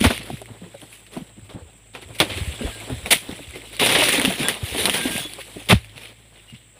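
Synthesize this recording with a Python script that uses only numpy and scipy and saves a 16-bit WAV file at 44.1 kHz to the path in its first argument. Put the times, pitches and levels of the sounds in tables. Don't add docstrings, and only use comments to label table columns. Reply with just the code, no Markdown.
import sys
import numpy as np
from scipy import signal
from scipy.fft import rfft, irfft, next_fast_len
from scipy.io import wavfile
from scipy.ndimage import uniform_filter1d, map_coordinates

SR = 44100
rng = np.random.default_rng(int(sys.argv[2]) if len(sys.argv) > 2 else 0)


def generate_wav(sig):
    pcm = np.round(np.clip(np.atleast_2d(sig).T, -1, 1) * 32767).astype(np.int16)
    wavfile.write(sys.argv[1], SR, pcm)


N = 299439

# frequency in Hz, relative spectrum level in dB.
LEAF_COLOUR = [(590, -36.5), (1000, -14.5), (1100, -11), (1420, -12), (2100, -0.5), (3580, 0), (4790, -11),
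               (6780, -17.5), (7700, -15), (8450, -11.5), (9600, -5.5), (12000, -15.5), (14900, -20.5),
               (16000, -7)]
# frequency in Hz, relative spectrum level in dB.
WOOD_COLOUR = [(59, -27), (100, -8.5), (284, -5.5), (547, -5.5), (649, -7.5), (986, -11.5), (1090, -14),
               (1500, -15), (1950, -18.5), (3300, -120)]


def amp(db):
    return 10 ** (np.asarray(db) / 20)


def unit(x):
    return x / np.sqrt(np.mean(x ** 2) + 1e-20)


def curves(rows):
    s, *columns = np.transpose(rows)
    return [np.interp(np.arange(N) / SR, s, column) for column in columns]


def wobble(rate):
    knots = rng.standard_normal(int(N * 400 / SR) + 4)
    return map_coordinates(knots, [np.arange(N) * min(rate, 400) / SR])


def coloured(x, points):
    f, db = np.transpose(points)
    log_hz = np.log(np.fft.rfftfreq(4096, 1 / SR) + 1)
    gain = amp(np.interp(log_hz, np.log(f + 1), db))
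    cepstrum = irfft(np.log(gain + 1e-6))
    cepstrum[1:2048] *= 2
    cepstrum[2049:] = 0
    pulse = irfft(np.exp(rfft(cepstrum)))
    return signal.fftconvolve(x, pulse / np.linalg.norm(pulse))[:N]


def crackle(spiky_db, clump_db, clump_rate):
    spikes_db = spiky_db * np.minimum(rng.exponential(size=N), 5)
    size = amp(spikes_db + clump_db * wobble(clump_rate))
    return unit(size * rng.standard_normal(N))


def patchy(depth_db):
    z = signal.stft(rng.standard_normal(N), nperseg=512)[2]
    field = uniform_filter1d(rng.standard_normal(z.shape), size=6, axis=0)
    field = uniform_filter1d(field, size=6, axis=1)
    return unit(signal.istft(z * amp(depth_db * unit(field)), nperseg=512)[1][:N])


def grains(count, centre_hz, spread, cycles, size_db, size=192):
    start = rng.integers(0, N, count)
    hz = np.clip(centre_hz * np.exp(spread * rng.standard_normal(count)), 100, 15000)[:, None]
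    strength = amp(size_db * np.minimum(rng.exponential(size=count), 4))[:, None]
    k = np.arange(size)
    rings = strength * np.sqrt(hz) * np.sin(2 * np.pi * hz * k / SR) * np.exp(-k / SR * hz / cycles)
    rings = rings * np.cos(np.pi / 2 * k / size)
    return unit(np.bincount((start[:, None] + k).ravel(), rings.ravel())[:N])


def shape(length, t60, attack):
    t60 = max(t60, .005)
    t = np.arange(round((length + t60) * SR)) / SR
    decay = amp(-60 * np.maximum(t - length, 0) / t60)
    return t, (1 - np.exp(-t / attack)) * decay


def add(track, s, piece):
    part = track[max(round(s * SR), 0):][:len(piece)]
    part += piece[:len(part)]


def treble(x):
    return signal.sosfiltfilt(signal.butter(2, 6500, "high", fs=SR, output="sos"), x)


def background():
    # time in seconds, insect level in dB, hum level in dB.
    air_levels = [(0, -57, -41), (.77, -56, -54.5), (1.99, -56, -52.5), (2.45, -46, -42), (3.2, -50, -51.5),
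                  (3.8, -54, -50), (5.5, -52.5, -55), (5.8, -61, -43), (6.13, -60.5, -56), (6.79, -57, -57)]
    # frequency in Hz, relative spectrum level in dB.
    insect_colour = [(4000, -38), (6800, -21.5), (7150, -17), (7200, -7), (7760, -0.5), (7790, -3),
                     (8170, 2.5), (8560, -7), (9200, -10.5), (12000, -48.5), (20200, -120)]
    # frequency in Hz, relative spectrum level in dB.
    air_colour = [(18, -27), (30, -22), (112, 5), (184, 0.5), (499, -16), (1280, -16), (3220, -11.5),
                  (6380, -74.5), (8080, -27), (11100, -55), (13700, -28), (14800, -21.5), (16000, -12)]
    # frequency in Hz, level in dB re the hum level, before wavering.
    hum_partials = [(54.5, -4), (109, -2.5)]
    insects_db, hum_db = curves(air_levels)
    chorus = coloured(patchy(depth_db=.8) * amp(wobble(150)), insect_colour)
    t = np.arange(N) / SR
    drift = .22 * wobble(6)
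    hum = np.zeros(N)
    for hz, db in hum_partials:
        hum += amp(db + 2.2 * wobble(2.7)) * np.sqrt(2) * np.sin(2 * np.pi * (hz * t + drift))
    air = coloured(patchy(depth_db=1.2), air_colour)
    return amp(insects_db) * chorus + amp(hum_db) * hum + amp(-56) * air


def stirring():
    # start in seconds, level in dB, rise time constant in seconds,
    # hold in seconds, t60 in seconds, stalk rub in dB re level, treble in dB re level.
    movements = [(0, -28.5, 0.0033, 0.12, 0.42, -8, 0), (0.204, -33, 0.0046, 0.012, 0.085, -3, -7),
                 (0.212, -41.5, 0.018, 0.066, 1, -1.5, 4), (0.493, -53, 0.034, 0.31, 1, -3, 2),
                 (0.792, -52, .005, .02, 1.1, 0, 8.5), (.915, -48, .005, .02, 0.44, -13, 7),
                 (1.06, -51, .004, .012, .15, -6, -2), (1.111, -47.5, 0.0051, 0.054, 0.65, 2, 3),
                 (1.357, -57, .003, .01, .6, -4, -8), (1.44, -54, .004, .014, .2, -3, 5),
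                 (1.493, -50.5, 0.0043, 0.017, 0.71, 7, -6), (1.932, -45, .004, .015, 0.33, -4, -1),
                 (2.011, -38.5, .006, .02, .12, -9, -1), (2.04, -51.5, .01, 0.11, .5, 4.5, 3),
                 (2.146, -40.5, .003, .008, .25, -3.5, 4), (2.202, -36.5, .01, 0.072, 9.8, -4.5, 0.5),
                 (2.37, -35, .004, 0.014, 0.11, -1, -1), (2.64, -41.5, 0.007, .025, 0.13, 8.5, -5),
                 (3.054, -33.5, 0.0074, 0.02, 0.15, -0.5, 1), (3.13, -43, .01, 0.035, 0.53, -12, 4),
                 (3.282, -40, 0.0089, 0.025, 0.4, 0, -4), (3.535, -38, 0.0078, 0.016, 0.23, -1.5, -7),
                 (3.721, -38, 0.0068, .018, 0.65, -4.5, 0), (3.791, -20, 0.0084, 0.36, 0.63, -6, 1),
                 (4.116, -28, .006, 0.014, 0.14, -14, 16), (4.261, -31, 0.0078, 0.08, 0.94, -5, 2.5),
                 (4.374, -28.5, 0.0072, 0.14, 0.45, -5, 0), (4.602, -29.5, 0.061, 0.59, 0.52, -7, 5),
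                 (4.76, -29.5, .01, 0.16, 0.75, -5.5, 6.5), (5.298, -45, 0.014, 0.37, 1.5, -5.5, 3.5),
                 (5.385, -35.5, 0.019, 0.03, 0.087, -11, 3), (5.96, -41.5, 0.0097, 0.095, 0.41, -10, -1),
                 (6.334, -51, .012, .03, 0.44, -13, -6), (6.46, -52, .02, .045, .25, -7, -4),
                 (6.533, -46, .006, .016, 0.12, -15, -9)]
    # level in dB, stalk rub in dB re level, treble in dB re level.
    at_rest = (-59.5, -2.5, 0)
    rest_db, rub_db, treble_db = at_rest
    power = np.ones((3, N)) * amp([[rest_db], [rest_db + treble_db], [rest_db + rub_db]]) ** 2
    for s, db, rise, hold, t60, rub_db, treble_db in movements:
        envelope = shape(hold, t60, attack=rise)[1]
        for track, extra_db in zip(power, (0, treble_db, rub_db)):
            add(track, s, (amp(db + extra_db) * envelope) ** 2)
    return np.sqrt(power)


def leaves():
    rustle, sheen, rumble = stirring()
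    cracks = grains(count=16000, centre_hz=4400, spread=0.828, cycles=2.1, size_db=2.5)
    scrape = patchy(depth_db=3.0) * amp(1.66 * wobble(30) + 1.45 * wobble(120))
    bed = coloured(unit(scrape + amp(-5.5) * cracks), LEAF_COLOUR)
    knocks = grains(count=1500, centre_hz=383, spread=0.554, cycles=2.2, size_db=3.5, size=1500)
    rub = unit(crackle(spiky_db=2.5, clump_db=4.5, clump_rate=35) + 0.13 * knocks)
    rub = signal.sosfilt(signal.butter(1, 121, "high", fs=SR, output="sos"), rub)
    return rustle * bed + (sheen - rustle) * treble(bed) + rumble * coloured(rub, WOOD_COLOUR)


def bumps():
    # start in seconds, level in dB, pitch in Hz, t60 in seconds.
    bump_rows = [(.008, -13, 197, .07), (0.042, -12, 224, .09), (.059, -7.5, 81, 0.038),
                 (.106, -23, 299, 0.074), (.195, -36.5, 133, 0.086), (.3, -27, 165, 0.079),
                 (.329, -20.5, 113, 0.04), (.412, -32.5, 379, 0.059), (.503, -31, 110, 0.041),
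                 (.616, -33, 176, 0.29), (.659, -38.5, 335, .12), (0.741, -33.5, 546, 0.082),
                 (.818, -41, 160, .06), (1.164, -23, 246, .11), (1.206, -28.5, 170, 0.066),
                 (1.376, -38, 190, 0.073), (1.423, -36.5, 95.5, .08), (1.54, -28.5, 130, .06),
                 (1.55, -30.5, 247, .12), (1.605, -41, 480, 0.13), (1.62, -34, 80, .08),
                 (1.657, -42, 75, .06), (2.05, -36, 84.5, .074), (2.099, -38, 99.6, 0.06),
                 (2.218, -16.5, 302, .073), (2.254, -33, 212, .07), (2.309, -29.5, 81, 0.062),
                 (2.359, -24.5, 88.8, 0.1), (2.41, -17.5, 77.6, 0.047), (2.474, -19.5, 71, 0.1),
                 (2.519, -37, 112, .07), (2.604, -21, 229, 0.11), (2.631, -22.5, 282, .1),
                 (2.67, -31.5, 647, .05), (2.642, -18, 51.1, .11), (2.669, -24.5, 51.1, .09),
                 (2.901, -20, 237, .065), (2.923, -16, 105.6, .098), (2.964, -27, 77, 0.06),
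                 (3.028, -31, 64.6, .07), (3.083, -37, 59.2, .07), (3.114, -18.5, 670, 0.085),
                 (3.144, -30, 150, .058), (3.289, -23.5, 260, .05), (3.315, -28, 179, .08),
                 (3.39, -29.5, 279, 0.089), (3.476, -31.5, 72.7, 0.083), (3.556, -29.5, 358, 0.077),
                 (3.85, -27, 319, .07), (3.979, -19, 285, 0.07), (4.019, -11, 598, 0.056),
                 (4.179, -15.5, 277, 0.098), (4.241, -15.5, 256, 0.11), (4.273, -17, 186.6, 0.22),
                 (4.4, -19, 189, 0.14), (4.63, -17.5, 91.5, 0.027), (4.716, -27, 62.4, .11),
                 (4.747, -19.5, 380, 0.09), (4.782, -20, 432, 0.16), (4.803, -30, 83.4, 0.065),
                 (4.84, -22.5, 306, 0.077), (4.877, -19.5, 506, .08), (4.899, -29, 170, 0.059),
                 (4.941, -24.5, 492, 0.11), (5.051, -16.5, 258, 0.11), (5.095, -21, 235, .08),
                 (5.147, -23, 121, 0.085), (5.18, -32, 705, 0.035), (5.199, -32, 133, .075),
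                 (5.247, -28.5, 299, 0.09), (5.384, -30.5, 515, 0.051), (5.56, -26.5, 289, .11),
                 (5.714, -10, 700, 0.027), (5.725, -3, 108, 0.059), (5.748, -13, 73, 0.076),
                 (5.951, -36.5, 109, .09), (6.525, -34, 124.7, 0.19)]
    hold_s = .014
    out = np.zeros(N)
    for (s, db, hz, t60), chance in zip(bump_rows, rng.standard_normal((len(bump_rows), 2, 10))):
        t, envelope = shape(hold_s, t60, attack=0.001)
        rough = np.clip(np.log2(hz / 85), .12, .55)
        pitch = hz * np.exp(0.301 + 0.391 * chance[0])[:, None]
        delay = np.abs(chance[1])[:, None] * hold_s * hz / pitch
        late = np.maximum(t - delay, 0)
        clatter = np.sum(np.sin(2 * np.pi * pitch * late) * np.exp(-late * pitch / 2.24), axis=0)
        push = np.sin(2 * np.pi * hz * (t + 0.0012 * (1 - np.exp(-t / 0.0061))))
        add(out, s, amp(db) * envelope * ((1 - rough) * push + 0.99 * rough * clatter))
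    return out


def tones():
    # frequency in Hz, t60 in seconds.
    blade_modes = [(1606, .14), (2079, .08), (2342, .08), (2852, .08), (3399, .14), (6651, .1), (7594, .25),
                   (9411, .15)]
    # start in seconds, mode number from 0, level in dB before wavering,
    # length in seconds.
    sing_rows = [(2.59, 0, -41, .03), (2.64, 4, -42, .06), (2.72, 0, -47, .07), (4.12, 1, -27, .035),
                 (3.535, 1, -43, .04), (4.388, 2, -31, .02), (4.438, 0, -33, .045), (4.446, 4, -29, .036),
                 (4.442, 6, -39, .012), (4.96, 0, -33, .09), (4.965, 7, -28, .03), (5.09, 0, -37, .09),
                 (5.2, 4, -36, .09), (5.205, 5, -47, .035), (6.48, 3, -50, .035)]
    # start in seconds, pitch in Hz, level in dB before wavering,
    # length in seconds, t60 in seconds.
    whistle_rows = [(1.2, 5760, -74, .09, .1), (1.74, 5880, -74, .11, .1)]
    out = np.zeros(N + SR)
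    scrapes = [(s, blade_modes[mode][0], db, length, blade_modes[mode][1])
               for s, mode, db, length in sing_rows]
    slip = .1 * wobble(45)
    for s, hz, db, length, t60 in scrapes + list(whistle_rows):
        t, envelope = shape(length, t60, attack=0.0013)
        unsteady = np.resize(slip[round(s * SR):], len(t))
        add(out, s, amp(db) * envelope * np.sin(2 * np.pi * (hz * t + unsteady)))
    return out[:N] * amp(3.5 * wobble(35))


def ticks(count):
    when = rng.random(count) * (N - 1)
    size = rng.standard_normal((count, 3))
    rustle_db = 20 * np.log10(stirring()[0][when.astype(int)])
    level_db = rustle_db + 8.5 + 3.2 * size[:, 0]
    ring_hz = 2780 * np.exp(0.27 * size[:, 1])
    return list(zip(when / SR, level_db, ring_hz, -4 + 5 * size[:, 2]))


def snaps():
    # start in seconds, level in dB, ring in Hz, treble ring in dB re level.
    snap_rows = [(.013, -10, 2980, -1), (.042, -8, 930, -9.5), (0.302, -19.5, 735, -17.5),
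                 (.371, -33.5, 1890, -1), (.417, -28.5, 720, 4.5), (.458, -30.5, 2160, -1),
                 (.75, -36, 760, -4), (.817, -27.5, 3320, -2), (.929, -31.5, 2560, -4),
                 (1.066, -33.5, 2830, -12), (1.172, -23.5, 680, -10), (1.951, -25.5, 2500, -12),
                 (2.023, -30, 3060, -6), (2.15, -36, 2560, -4), (2.202, 3, 3450, -5),
                 (2.207, -14, 3260, -8), (2.375, -21, 2540, -11), (2.9, -30, 850, -4),
                 (3.06, -12, 2480, -14), (3.314, -22, 3380, -10), (3.558, -23.5, 2170, -15),
                 (3.619, -31, 2400, -7), (3.731, -31.5, 2750, 2), (3.767, -23, 4030, 3),
                 (3.798, -6.5, 2800, -15), (3.99, -11.5, 3500, -7), (4.037, -6, 3700, -6),
                 (4.092, -5.5, 1970, 1.5), (4.138, -10, 2230, 1), (4.198, -9, 2170, 2),
                 (4.216, -6.5, 3060, -1.5), (4.243, -9.5, 3030, -18), (4.25, 0, 2920, -23),
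                 (4.257, -2.5, 2770, -26), (4.304, -15, 674, -18), (4.324, -19, 3200, -8),
                 (4.432, -12, 2600, -14), (4.485, -5.5, 1980, 6.5), (4.491, -11, 1890, -8),
                 (4.781, -11.5, 3100, -7), (4.856, -0.5, 3970, -3), (4.86, -7.5, 3840, 1),
                 (4.897, -4, 2860, -1), (4.901, -10.5, 2770, -11), (5.18, -22, 700, 13),
                 (5.336, -22, 4400, 3), (5.416, -24.5, 2670, -9), (5.626, -32, 2730, 0),
                 (5.846, -30, 2600, -10), (5.896, -32.5, 3410, -9), (5.96, -35, 2700, -8),
                 (5.979, -24, 2660, -11), (6.5, -31.5, 2840, -15)]
    treble_hz = 9380
    rings, tails = np.zeros((2, N))
    t = np.arange(SR // 20) / SR
    rows = list(snap_rows) + ticks(count=120)
    tail_shape = amp(-12.5 - 60 * t / 0.0062) + amp(-19.5 - 60 * t / 0.11)
    for (s, db, hz, treble_db), noise in zip(rows, rng.standard_normal((len(rows), len(t)))):
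        low = np.sin(2 * np.pi * hz * t) * np.exp(-t * hz / 2.35)
        high = np.sin(2 * np.pi * treble_hz * t) * np.exp(-t * treble_hz / 4.6)
        add(rings, s, amp(db) * (low + amp(treble_db) * high))
        add(tails, s, amp(db) * noise * tail_shape)
    return rings + coloured(tails, LEAF_COLOUR)


def tears():
    # start in seconds, level in dB, woody body in dB re level,
    # treble in dB re level, length in seconds, t60 in seconds.
    tear_rows = [(0.028, -25.5, -7.5, 4, .006, .03), (.039, -14, 1, -0.5, .011, 0.095),
                 (0.059, -30, -5, -2, .006, 0.25), (0.1, -27.5, 6, -1, .009, 0.077),
                 (1.129, -46, -1.5, 5, .006, 0.29), (1.17, -55.5, 7, 0, .005, .13),
                 (1.491, -46.5, 2, -1, .005, 0.25), (1.949, -36.5, 3, -6.5, .0023, 0.16),
                 (2.184, -33, -22, 7.5, .013, .05), (2.201, -11, -3, -6, .0027, .12),
                 (2.294, -29.5, -6.5, -11, .01, 0.48), (2.372, -40, -18, -2, .004, .095),
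                 (3.105, -9.5, -11.5, 5.5, .025, 0.058), (3.142, -29.5, -25, 8.5, .015, 0.25),
                 (3.795, -18.5, -19.5, -4.5, .004, .11), (3.86, -15, -6, -0.5, .0043, .064),
                 (3.889, -19, -18, -3, .0033, 0.13), (3.948, -12.5, -7, -9, .007, 0.13),
                 (4.037, -18, -20.5, 3.5, .004, 0.14), (4.086, -18, -24, 6, .0023, 0.038),
                 (4.127, -15.5, -17, -3, .0022, 0.054), (4.487, -24.5, -6, 9, .0015, 0.15),
                 (4.779, -25, -9, -1, .006, 0.22), (4.937, -20, -12, 2, .007, 0.17),
                 (5.686, -19.5, -12, 0.5, .011, .064), (5.694, -12.5, -1.5, -5, .035, 0.034),
                 (5.739, -29.5, -11, -4.5, .013, .17), (5.958, -46.5, -7, -7, .005, 0.12)]
    bright, sheen, dull = np.zeros((3, N))
    for s, db, body_db, treble_db, length, t60 in tear_rows:
        envelope = amp(db) * shape(length, t60, attack=0.21 * length)[1]
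        add(bright, s, envelope)
        add(sheen, s, (amp(treble_db) - 1) * envelope)
        add(dull, s, amp(body_db) * envelope)
    rings = grains(count=20000, centre_hz=3980, spread=0.85, cycles=1.4, size_db=4.5)
    fibres = unit(crackle(spiky_db=1.5, clump_db=-0.5, clump_rate=270) + 0.6 * rings)
    crunch = coloured(bright * fibres, LEAF_COLOUR) + treble(coloured(sheen * fibres, LEAF_COLOUR))
    body = coloured(dull * crackle(spiky_db=2.0, clump_db=1.5, clump_rate=140), WOOD_COLOUR)
    return crunch + body


def scene():
    return (background() + leaves() + bumps() + tones() + snaps() + tears())[None]


def record(dry):
    bass_hz, faint_above_hz, silent_above_hz = 44.7, 15500, 16670
    sound = signal.sosfilt(signal.butter(3, bass_hz, "high", fs=SR, output="sos"), dry)
    flattened = sound / (1 + np.abs(sound) ** 8) ** (1 / 8)
    m = next_fast_len(N + SR // 2)
    hz = np.fft.rfftfreq(m, 1 / SR)
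    band = np.where(hz < faint_above_hz, 1, amp(-42.5)) * (hz < silent_above_hz)
    return irfft(rfft(flattened, m) * band, m)[..., :N]


dry = scene()
out = record(dry)
generate_wav(out)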